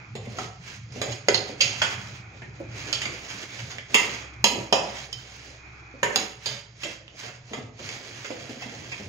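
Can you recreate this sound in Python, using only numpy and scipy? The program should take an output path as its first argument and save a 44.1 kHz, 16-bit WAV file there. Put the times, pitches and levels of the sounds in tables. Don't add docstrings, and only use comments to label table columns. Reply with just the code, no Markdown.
import sys
import numpy as np
from scipy import signal
from scipy.fft import rfft, irfft, next_fast_len
from scipy.io import wavfile
from scipy.ndimage import uniform_filter1d, map_coordinates

SR = 44100
rng = np.random.default_rng(int(sys.argv[2]) if len(sys.argv) > 2 else 0)


def persist_wave(psi):
    counts = np.round(np.clip(psi, -1, 1) * 32767).astype(np.int16)
    wavfile.write(sys.argv[1], SR, np.atleast_2d(counts).T)


def attenuation_scalar(level_db):
    decades = np.asarray(level_db, float) / 20
    return 10 ** decades


N = 400428

# f/Hz, level/dB, t60/s
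STEEL_MODES = [(209, -6.5, 0.04), (433.6, -2, 0.087), (561.4, -6, 0.13), (754, -1.5, 0.057),
               (960, -7.5, 0.073), (1276, -16, 0.062), (1688, -13, 0.055), (2050, -2, 0.045),
               (2240, -8.5, 0.017), (2620, -11.5, 0.15), (2735, -8, 0.05), (3060, 2.5, 0.021),
               (3266, -3.5, 0.072), (3555, -10.5, 0.086), (4660, -12, 0.023), (4800, 1.5, 0.027),
               (5046, 1, 0.021), (5490, -8.5, 0.055), (6140, -13.5, 0.069), (6530, -5.5, 0.053),
               (6586, -1, 0.05), (6880, -16, 0.064), (7060, -6, 0.069)]
# f/Hz, density/dB per Hz
ROCK_SPECTRUM = [(120, -26), (200, 3), (450, 3.5), (750, 1), (1100, -18.5), (2000, -68.5)]


def unit(x):
    return x / np.sqrt(np.mean(x ** 2) + 1e-20)


def along(points, hz):
    f, v = np.transpose(points)
    return np.interp(np.log(hz + 1), np.log(f + 1), v)


def curve(points):
    s, v = np.transpose(points)
    return np.interp(np.arange(N) / SR, s, v)


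def wobble(rate_hz):
    knots = rng.standard_normal(int(N * rate_hz / SR) + 4)
    return map_coordinates(knots, [np.arange(N) * rate_hz / SR])


def held(start_s, hold_s, level_db, rise_db_per_s, fall_db_per_s, rest_db):
    t = np.arange(0, N + 64, 64) / SR
    early_s = np.maximum(start_s[:, None] - t, 0)
    late_s = np.maximum(t - (start_s + hold_s)[:, None], 0)
    off_db = rise_db_per_s * early_s + fall_db_per_s * late_s
    power = np.sum(attenuation_scalar(level_db[:, None] - off_db) ** 2, axis=0)
    return np.sqrt(np.interp(np.arange(N) / SR, t, power) + attenuation_scalar(rest_db) ** 2)


def filtered(x, response):
    n = x.shape[-1]
    m = next_fast_len(n + 4096)
    return irfft(rfft(x, m) * response(np.fft.rfftfreq(m, 1 / SR)), m)[..., :n]


def spread(pair):
    # f/Hz, left-right correlation [-]
    likeness = [(60, 0.97), (130, 1), (290, 0.74), (640, 0.55), (1400, 0), (3100, 0.047), (6800, 0.84),
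                (15000, 0.13)]

    def mid_side(hz):
        turn = np.arccos(np.clip(along(likeness, hz), -1, 1)) / 2
        return np.array([np.cos(turn), np.sin(turn)])

    mid, side = filtered(pair, mid_side)
    return np.array([mid + side, mid - side])


def rush(spectrum, patchy_db):
    z = signal.stft(rng.standard_normal((2, N)), nperseg=512)[2]
    field = uniform_filter1d(rng.standard_normal(z.shape[1:]), size=6, axis=0)
    field = uniform_filter1d(field, size=12, axis=1)
    pair = signal.istft(z * attenuation_scalar(patchy_db * unit(field)), nperseg=512)[1][:, :N]
    return unit(spread(filtered(pair, lambda hz: attenuation_scalar(along(spectrum, hz)))))


def kitchen(x, wet_db, lag_s):
    # f/Hz, t60/s
    wall_decay = [(200, 0.76), (530, 0.63), (1400, 0.63), (3700, 0.43), (9700, 0.41)]
    hz, t, z = signal.stft(rng.standard_normal((2, SR * 3 // 4)), SR, nperseg=256)
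    decay = attenuation_scalar(-60 * t / along(wall_decay, hz)[:, None])
    tail = spread(signal.istft(z * decay, SR, nperseg=256)[1])
    tail_s = np.arange(tail.shape[1]) / SR
    tail *= 1 - np.exp(-tail_s / 0.0011)
    tail *= 1 + 1.03 * np.exp(-tail_s / 0.011)
    tail *= attenuation_scalar(wet_db) / np.linalg.norm(tail[1])
    tail[0, round(lag_s * SR)] += 1
    tail[1, 0] += 1
    return signal.fftconvolve(x[None], tail, axes=1)


def add_at(out, start_s, heard):
    out[:, round(start_s * SR):][:, :heard.shape[1]] += heard


def motor_hum():
    # f/Hz, density/dB per Hz
    hum_spectrum = [(44, -48), (75, -1.5), (102, 5), (113, 11.5), (127, 10), (145, -1.5), (178, -3.5),
                    (210, -6.5), (260, -24), (340, -42.5), (570, -120)]
    # t/s, level/dB
    steady = [(0, -48.5), (2.5, -48.5), (4.9, -52), (5.3, -55.5), (7.4, -53.5), (9.08, -50)]
    # start/s, length/s, level/dB
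    surges = [(0.119, 0.38, -44.5), (0.59, 0.028, -48), (0.772, 0.042, -46.5), (0.913, 0.21, -43.5),
              (1.33, 0.097, -43.5), (1.665, 0.54, -43), (2.408, 0.13, -46), (2.61, 0.078, -45),
              (2.73, 0.12, -45.5), (2.958, 0.04, -46), (3.074, 0.04, -47), (3.29, 0.074, -49.5),
              (3.639, 0.032, -43), (3.768, 0.04, -47), (4.038, 0.094, -46.5), (4.387, 0.03, -45),
              (4.551, 0.063, -45), (4.775, 0.037, -49), (6.034, 0.067, -44), (6.49, 0.072, -44.5),
              (7.582, 0.083, -47), (7.825, 0.049, -43.5), (8.792, 0.041, -44), (9.019, 0.042, -46)]
    gain = held(*np.transpose(surges), rise_db_per_s=301, fall_db_per_s=250, rest_db=curve(steady))
    return attenuation_scalar(2.5) * gain * rush(hum_spectrum, patchy_db=1.5)


def lowest_hum():
    # t/s, level/dB
    deep_level = [(0.0, -63), (0.3, -53), (1.16, -65), (1.24, -83), (1.31, -59), (1.95, -63), (2.02, -78),
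                  (2.25, -58), (3.24, -53), (3.51, -66), (4.27, -49.5), (7.16, -61.5), (7.23, -79),
                  (7.69, -58), (8.02, -68), (9.08, -65)]
    tone = np.sin(2 * np.pi * np.cumsum(64 + 1.5 * wobble(3)) / SR)
    tone = unit(tone * attenuation_scalar(1.5 * wobble(4)))
    rumble_spectrum = [(20, -1), (35, -3), (50, -14), (80, -13), (100, -30.5), (200, -120)]  # f/Hz, dB per Hz
    rumble = attenuation_scalar(-54 + 3 * wobble(1.56)) * rush(rumble_spectrum, patchy_db=0)
    return attenuation_scalar(curve(deep_level) + 3.5) * tone + rumble


def far_hiss():
    # f/Hz, density/dB per Hz
    hiss_spectrum = [(120, -26), (200, -21.5), (307, -2.5), (572, -18), (787, -6.5), (968, -11.5),
                     (1370, -5), (1800, -11), (1980, -8), (2480, 0.5), (2810, -24), (6440, -33),
                     (9000, -66), (11700, -78), (19800, -120)]
    # t/s, level/dB
    hiss_level = [(0, -35), (.4, -58), (1.15, -44), (1.9, -39), (2.3, -39), (2.5, -44.5), (2.95, -30),
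                  (3.6, -63), (4.2, -35.5), (4.7, -43), (5.3, -63), (5.65, -37.5), (6.05, -39.5),
                  (6.5, -64), (7.45, -56), (7.95, -57), (8.3, -40), (9.08, -61)]
    # f/Hz, density/dB per Hz
    air_spectrum = [(100, 0.5), (2000, -4), (7000, -3), (8200, -46.5), (12000, -120)]
    hiss = attenuation_scalar(curve(hiss_level) - 10.5) * rush(hiss_spectrum, patchy_db=0.5)
    return hiss + attenuation_scalar(-68) * rush(air_spectrum, patchy_db=-2.0)


def scrape():
    # full pressure from t/s, held/s, scrape/dB, rocking/dB
    strokes = [(.17, 0.092, -62, -63), (.3, .04, -52.5, -54), (.38, 0.057, -43, -44),
               (0.681, 0.042, -43, -54), (0.962, 0.17, -46.5, -43.5), (1.3, 0.11, -49.5, -41),
               (1.47, .05, -49.5, -62), (1.631, 0.19, -42.5, -46), (1.83, 0.1, -37.5, -49),
               (2.02, 0.14, -49.5, -50), (2.36, 0.089, -59.5, -54), (2.56, 0.032, -58.5, -53),
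               (2.768, .13, -42.5, -47), (2.97, .22, -45, -47), (3.25, 0.19, -42, -50),
               (3.5, 0.25, -45, -49.5), (3.962, 0.092, -36, -39.5), (4.08, 0.11, -42, -44.5),
               (4.55, 0.09, -46.5, -39), (4.85, .2, -45, -50), (5.15, 0.39, -49.5, -56.5),
               (6.17, 0.056, -37.5, -40), (6.46, 0.094, -42.5, -63), (6.829, 0.089, -44.5, -53),
               (7.202, 0.066, -43, -49.5), (7.501, 0.087, -50, -56), (7.84, 0.11, -42, -48),
               (8.01, .26, -46, -54), (8.33, 0.35, -46.5, -48.5), (8.7, 0.35, -47.5, -51.5)]
    # f/Hz, density/dB per Hz
    grit_spectrum = [(180, -8), (300, -8), (440, -31), (614, -6), (1170, 1), (2280, 7.5), (3700, -1.5),
                     (4910, -1.5), (5430, -2), (6620, 0.5), (8090, -16), (15000, -26.5), (16000, -11)]
    start_s, hold_s, scrape_db, rock_db = np.transpose(strokes)
    dig_db_per_s, lift_db_per_s = 238, 174
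    press = held(start_s, hold_s, scrape_db, dig_db_per_s, lift_db_per_s, rest_db=-64.5)
    rock = held(start_s, hold_s, rock_db, dig_db_per_s, lift_db_per_s, rest_db=-71)

    ticks = (rng.random(N) < 1500 / SR) * rng.uniform(-1, 1, size=N)
    ticks *= attenuation_scalar(4 * np.minimum(rng.exponential(size=N), 3) + 3 * wobble(40))

    def steel(f):
        total = 0
        for k, (mode_hz, db, _) in enumerate(STEEL_MODES):
            loss = 1j * f * 90
            total = total + (-1) ** k * attenuation_scalar(db) * loss / (mode_hz * mode_hz - f * f + loss)
        return total

    grit = unit(filtered(ticks, lambda f: attenuation_scalar(along(grit_spectrum, f)) * (1 + 1.87 * steel(f))))
    near = attenuation_scalar(-2.5) * kitchen(press * grit, wet_db=-1.0, lag_s=0.00013)[:, :N]
    powder = press * attenuation_scalar(.1 + 1.5 * wobble(25)) * rush(grit_spectrum, patchy_db=1.5)
    rocking = rock * attenuation_scalar(2.5 * wobble(20)) * rush(ROCK_SPECTRUM, patchy_db=3)
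    return near + powder + rocking


def knocks():
    # belly/dB, rim/dB
    touches = [(0.152, -30.5, -10.5, -13.5), (0.253, -32, -22, -33), (0.921, -43.5, -14, -10.5),
               (1.118, -35.5, -30, -2.5), (2.418, -27.5, -26, -45), (3.588, -25.5, -27, -28),
               (3.703, -32, -19.5, -15), (4.219, -32, -32, -17), (6.458, -25.5, -14.5, -5.5),
               (6.833, -21.5, -29.5, -19), (7.283, -26.5, -25, -36), (7.792, -34, -15, -15),
               (8.245, -25, -25, -25), (8.303, -26.5, -33, -23), (8.492, -32, -30, -18),
               (8.619, -25, -23, -25), (8.919, -25.5, -22.5, -23)]
    # belly/dB, rim/dB, walls/dB
    blows = [(0.385, -22.5, -16.5, -18, 3), (1.015, -18, -13, -13, 5), (1.284, -7, -13, -11.5, -1),
             (1.344, -17, -15, -2.5, 1.5), (1.608, -10, -21.5, -8, 7), (1.817, -8.5, -24.5, -21.5, 7),
             (2.927, -19, -25.5, -3, 3.5), (3.017, -11, -51, -27, 3), (3.054, -15, -30.5, -23, 3.5),
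             (3.783, -16.5, -40, -36, 0.5), (3.943, -4, -23.5, -19.5, 7.5), (4.441, -6.5, -15.5, -9, 2.5),
             (4.725, -11.5, -9.5, -8, 4), (5.127, -29, -44, -4.5, -2), (6.029, -4.5, -22.5, -28, 6),
             (6.158, -10.5, -11.5, -7.5, -1), (7.533, -19.5, -19, -24.5, 4.5), (7.889, -22, -38, -16, -1)]
    zone_hz = [600, 2100, 4200, 6600, 8500]
    # f/Hz, density/dB per Hz
    crack_spectrum = [(88, -28), (150, -24), (303, -15.5), (545, 16), (979, 1), (1360, 1), (2650, 6.5),
                      (3420, -0.5), (4950, -4), (6140, -7.5), (6640, 9), (7620, -28.5), (16000, -69.5)]
    out, t = np.zeros((2, N + 2 * SR)), np.arange(SR // 5) / SR
    hz, mode_db, t60_s = np.transpose(STEEL_MODES)[:, :, None]
    touch_walls_db = 8
    for s, peak_db, belly_db, rim_db, wet_db in [*blows, *((*touch, touch_walls_db) for touch in touches)]:
        spoon_db = -7 + 0.66 * rim_db
        zones = list(zip(zone_hz, [belly_db, -14, rim_db, spoon_db, -15]))
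        luck_db = 4.3 * rng.standard_normal(hz.shape)
        size = attenuation_scalar(mode_db + along(zones, hz) + luck_db - 60 * t / t60_s)
        detuned_hz = hz * (1 + 0.0028 * rng.standard_normal(hz.shape))
        ring = np.sum(size * np.sin(2 * np.pi * detuned_hz * t), axis=0)
        burst = attenuation_scalar(-60 * t / 0.012) * rng.standard_normal(len(t))
        burst /= np.linalg.norm(burst)
        crack = filtered(burst, lambda f: attenuation_scalar(along(crack_spectrum, f) + along(zones, f)))
        blow = attenuation_scalar(peak_db - 3.5) * (ring + attenuation_scalar(34.5) * crack)
        add_at(out, s + .0012, kitchen(blow, wet_db, lag_s=.00017))
    return out[:, :N]


def bumps():
    # t/s, peak/dB, f/Hz
    thuds = [(0.153, -27.5, 222), (0.271, -32.5, 215), (0.96, -29, 222), (1.494, -33, 503),
             (2.421, -35.5, 366), (2.602, -29, 540), (4.584, -26, 303), (5.091, -44.5, 754),
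             (5.94, -38.5, 257), (6.849, -32.5, 540), (7.237, -37, 740), (7.514, -30.5, 222),
             (7.574, -27, 256), (7.798, -34, 378), (8.305, -26, 523), (8.495, -30.5, 243),
             (8.659, -30, 227), (8.779, -42, 237), (8.82, -36, 311), (9.0, -29.5, 209)]
    out, t = np.zeros((2, N + 2 * SR)), np.arange(SR // 8) / SR
    partials = [(.62, 0.5), (1, 4), (1.45, -12)]
    for s, peak_db, hz in thuds:
        ring = sum(attenuation_scalar(db) * np.sin(2 * np.pi * k * hz * t) for k, db in partials)
        puff = unit(filtered(rng.standard_normal(len(t)), lambda f: attenuation_scalar(along(ROCK_SPECTRUM, f))))
        thud = attenuation_scalar(peak_db - 6.5 - 60 * t / 0.066) * (ring + 0.78 * puff)
        add_at(out, s, kitchen(thud, wet_db=2.0, lag_s=0.00029))
    return out[:, :N]


def ringing_modes():
    # t/s, peak/dB, f/Hz, t60/s
    modes = [(.386, -23, 1300, 0.028), (1.016, -25.5, 578, 0.084), (1.286, -18, 409.6, 0.091),
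             (1.344, -15.5, 4270, 0.037), (1.606, -16.5, 2735, 0.069), (1.607, -17, 3200, 0.042),
             (1.817, -17, 1489, 0.059), (1.818, -21, 3330, 0.07), (2.928, -28, 4920, 0.043),
             (3.944, -20, 2080, 0.19), (3.943, -16.5, 2600, 0.093), (3.946, -24, 990, 0.15),
             (4.442, -17.5, 958, 0.08), (4.441, -30, 2620, 0.036), (4.725, -19.5, 960, 0.08),
             (4.727, -18.5, 2500, 0.047), (5.129, -20.5, 5030, 0.0066), (5.128, -27.5, 3090, 0.044),
             (6.032, -25, 956, 0.078), (6.03, -15.5, 1800, 0.044), (6.85, -32, 613, 0.049),
             (7.08, -30, 2940, 0.0062), (8.919, -29.5, 2430, 0.063)]
    out, t = np.zeros((2, N + 2 * SR)), np.arange(SR // 5) / SR
    for s, peak_db, hz, t60_s in modes:
        ring = attenuation_scalar(peak_db - 60 * t / t60_s) * np.sin(2 * np.pi * hz * t)
        add_at(out, s, kitchen(ring, wet_db=-0.5, lag_s=0.00015))
    return out[:, :N]


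def scene():
    room = motor_hum() + lowest_hum() + far_hiss()
    struck = knocks() + bumps() + ringing_modes()
    vessel = filtered(struck, lambda hz: 1 / (1 + (170 / (hz + 1)) ** 6))
    return room + scrape() + vessel


def sparse_top(x, edge_hz, under_db, least_db, jump_db):
    hz, _, z = signal.stft(x, SR, nperseg=2048)
    power = np.mean(np.abs(z) ** 2, axis=0) + 1e-20
    patch = np.abs(uniform_filter1d(power, size=5, axis=0)) ** .5
    around = np.exp(uniform_filter1d(np.log(power), size=61, axis=0) / 2)
    treble = np.sqrt(power[hz > edge_hz].sum(axis=0))
    attack = treble > attenuation_scalar(jump_db) * np.roll(treble, 1)
    stands_out = patch > np.maximum(attenuation_scalar(under_db) * around, attenuation_scalar(least_db))
    keep = (hz[:, None] < edge_hz) | attack | stands_out
    return signal.istft(z * keep, SR, nperseg=2048)[1][:, :N]


def low_pass(x):
    return signal.sosfilt(signal.butter(12, 16640, fs=SR, output="sos"), x)


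def record(dry):
    # f/Hz, left minus right/dB
    port_lean = [(60, 2.5), (110, -1), (200, 1), (380, -2), (700, -1.5), (1290, -2), (2380, -3),
                 (4400, -12.5), (8120, -1.5), (15000, 4)]
    halves = np.array([[.5], [-.5]])
    x = filtered(dry, lambda hz: attenuation_scalar(along(port_lean, hz) * halves) / (1 + (56 / (hz + 1)) ** 3))
    x = x / (1 + np.abs(x / .98) ** 6) ** (1 / 6)
    x = sparse_top(x, edge_hz=7500, under_db=1.6, least_db=-97.5, jump_db=8)
    x = filtered(x, lambda hz: hz < 15750)
    return low_pass(x)


dry = scene()
out = record(dry)
persist_wave(out)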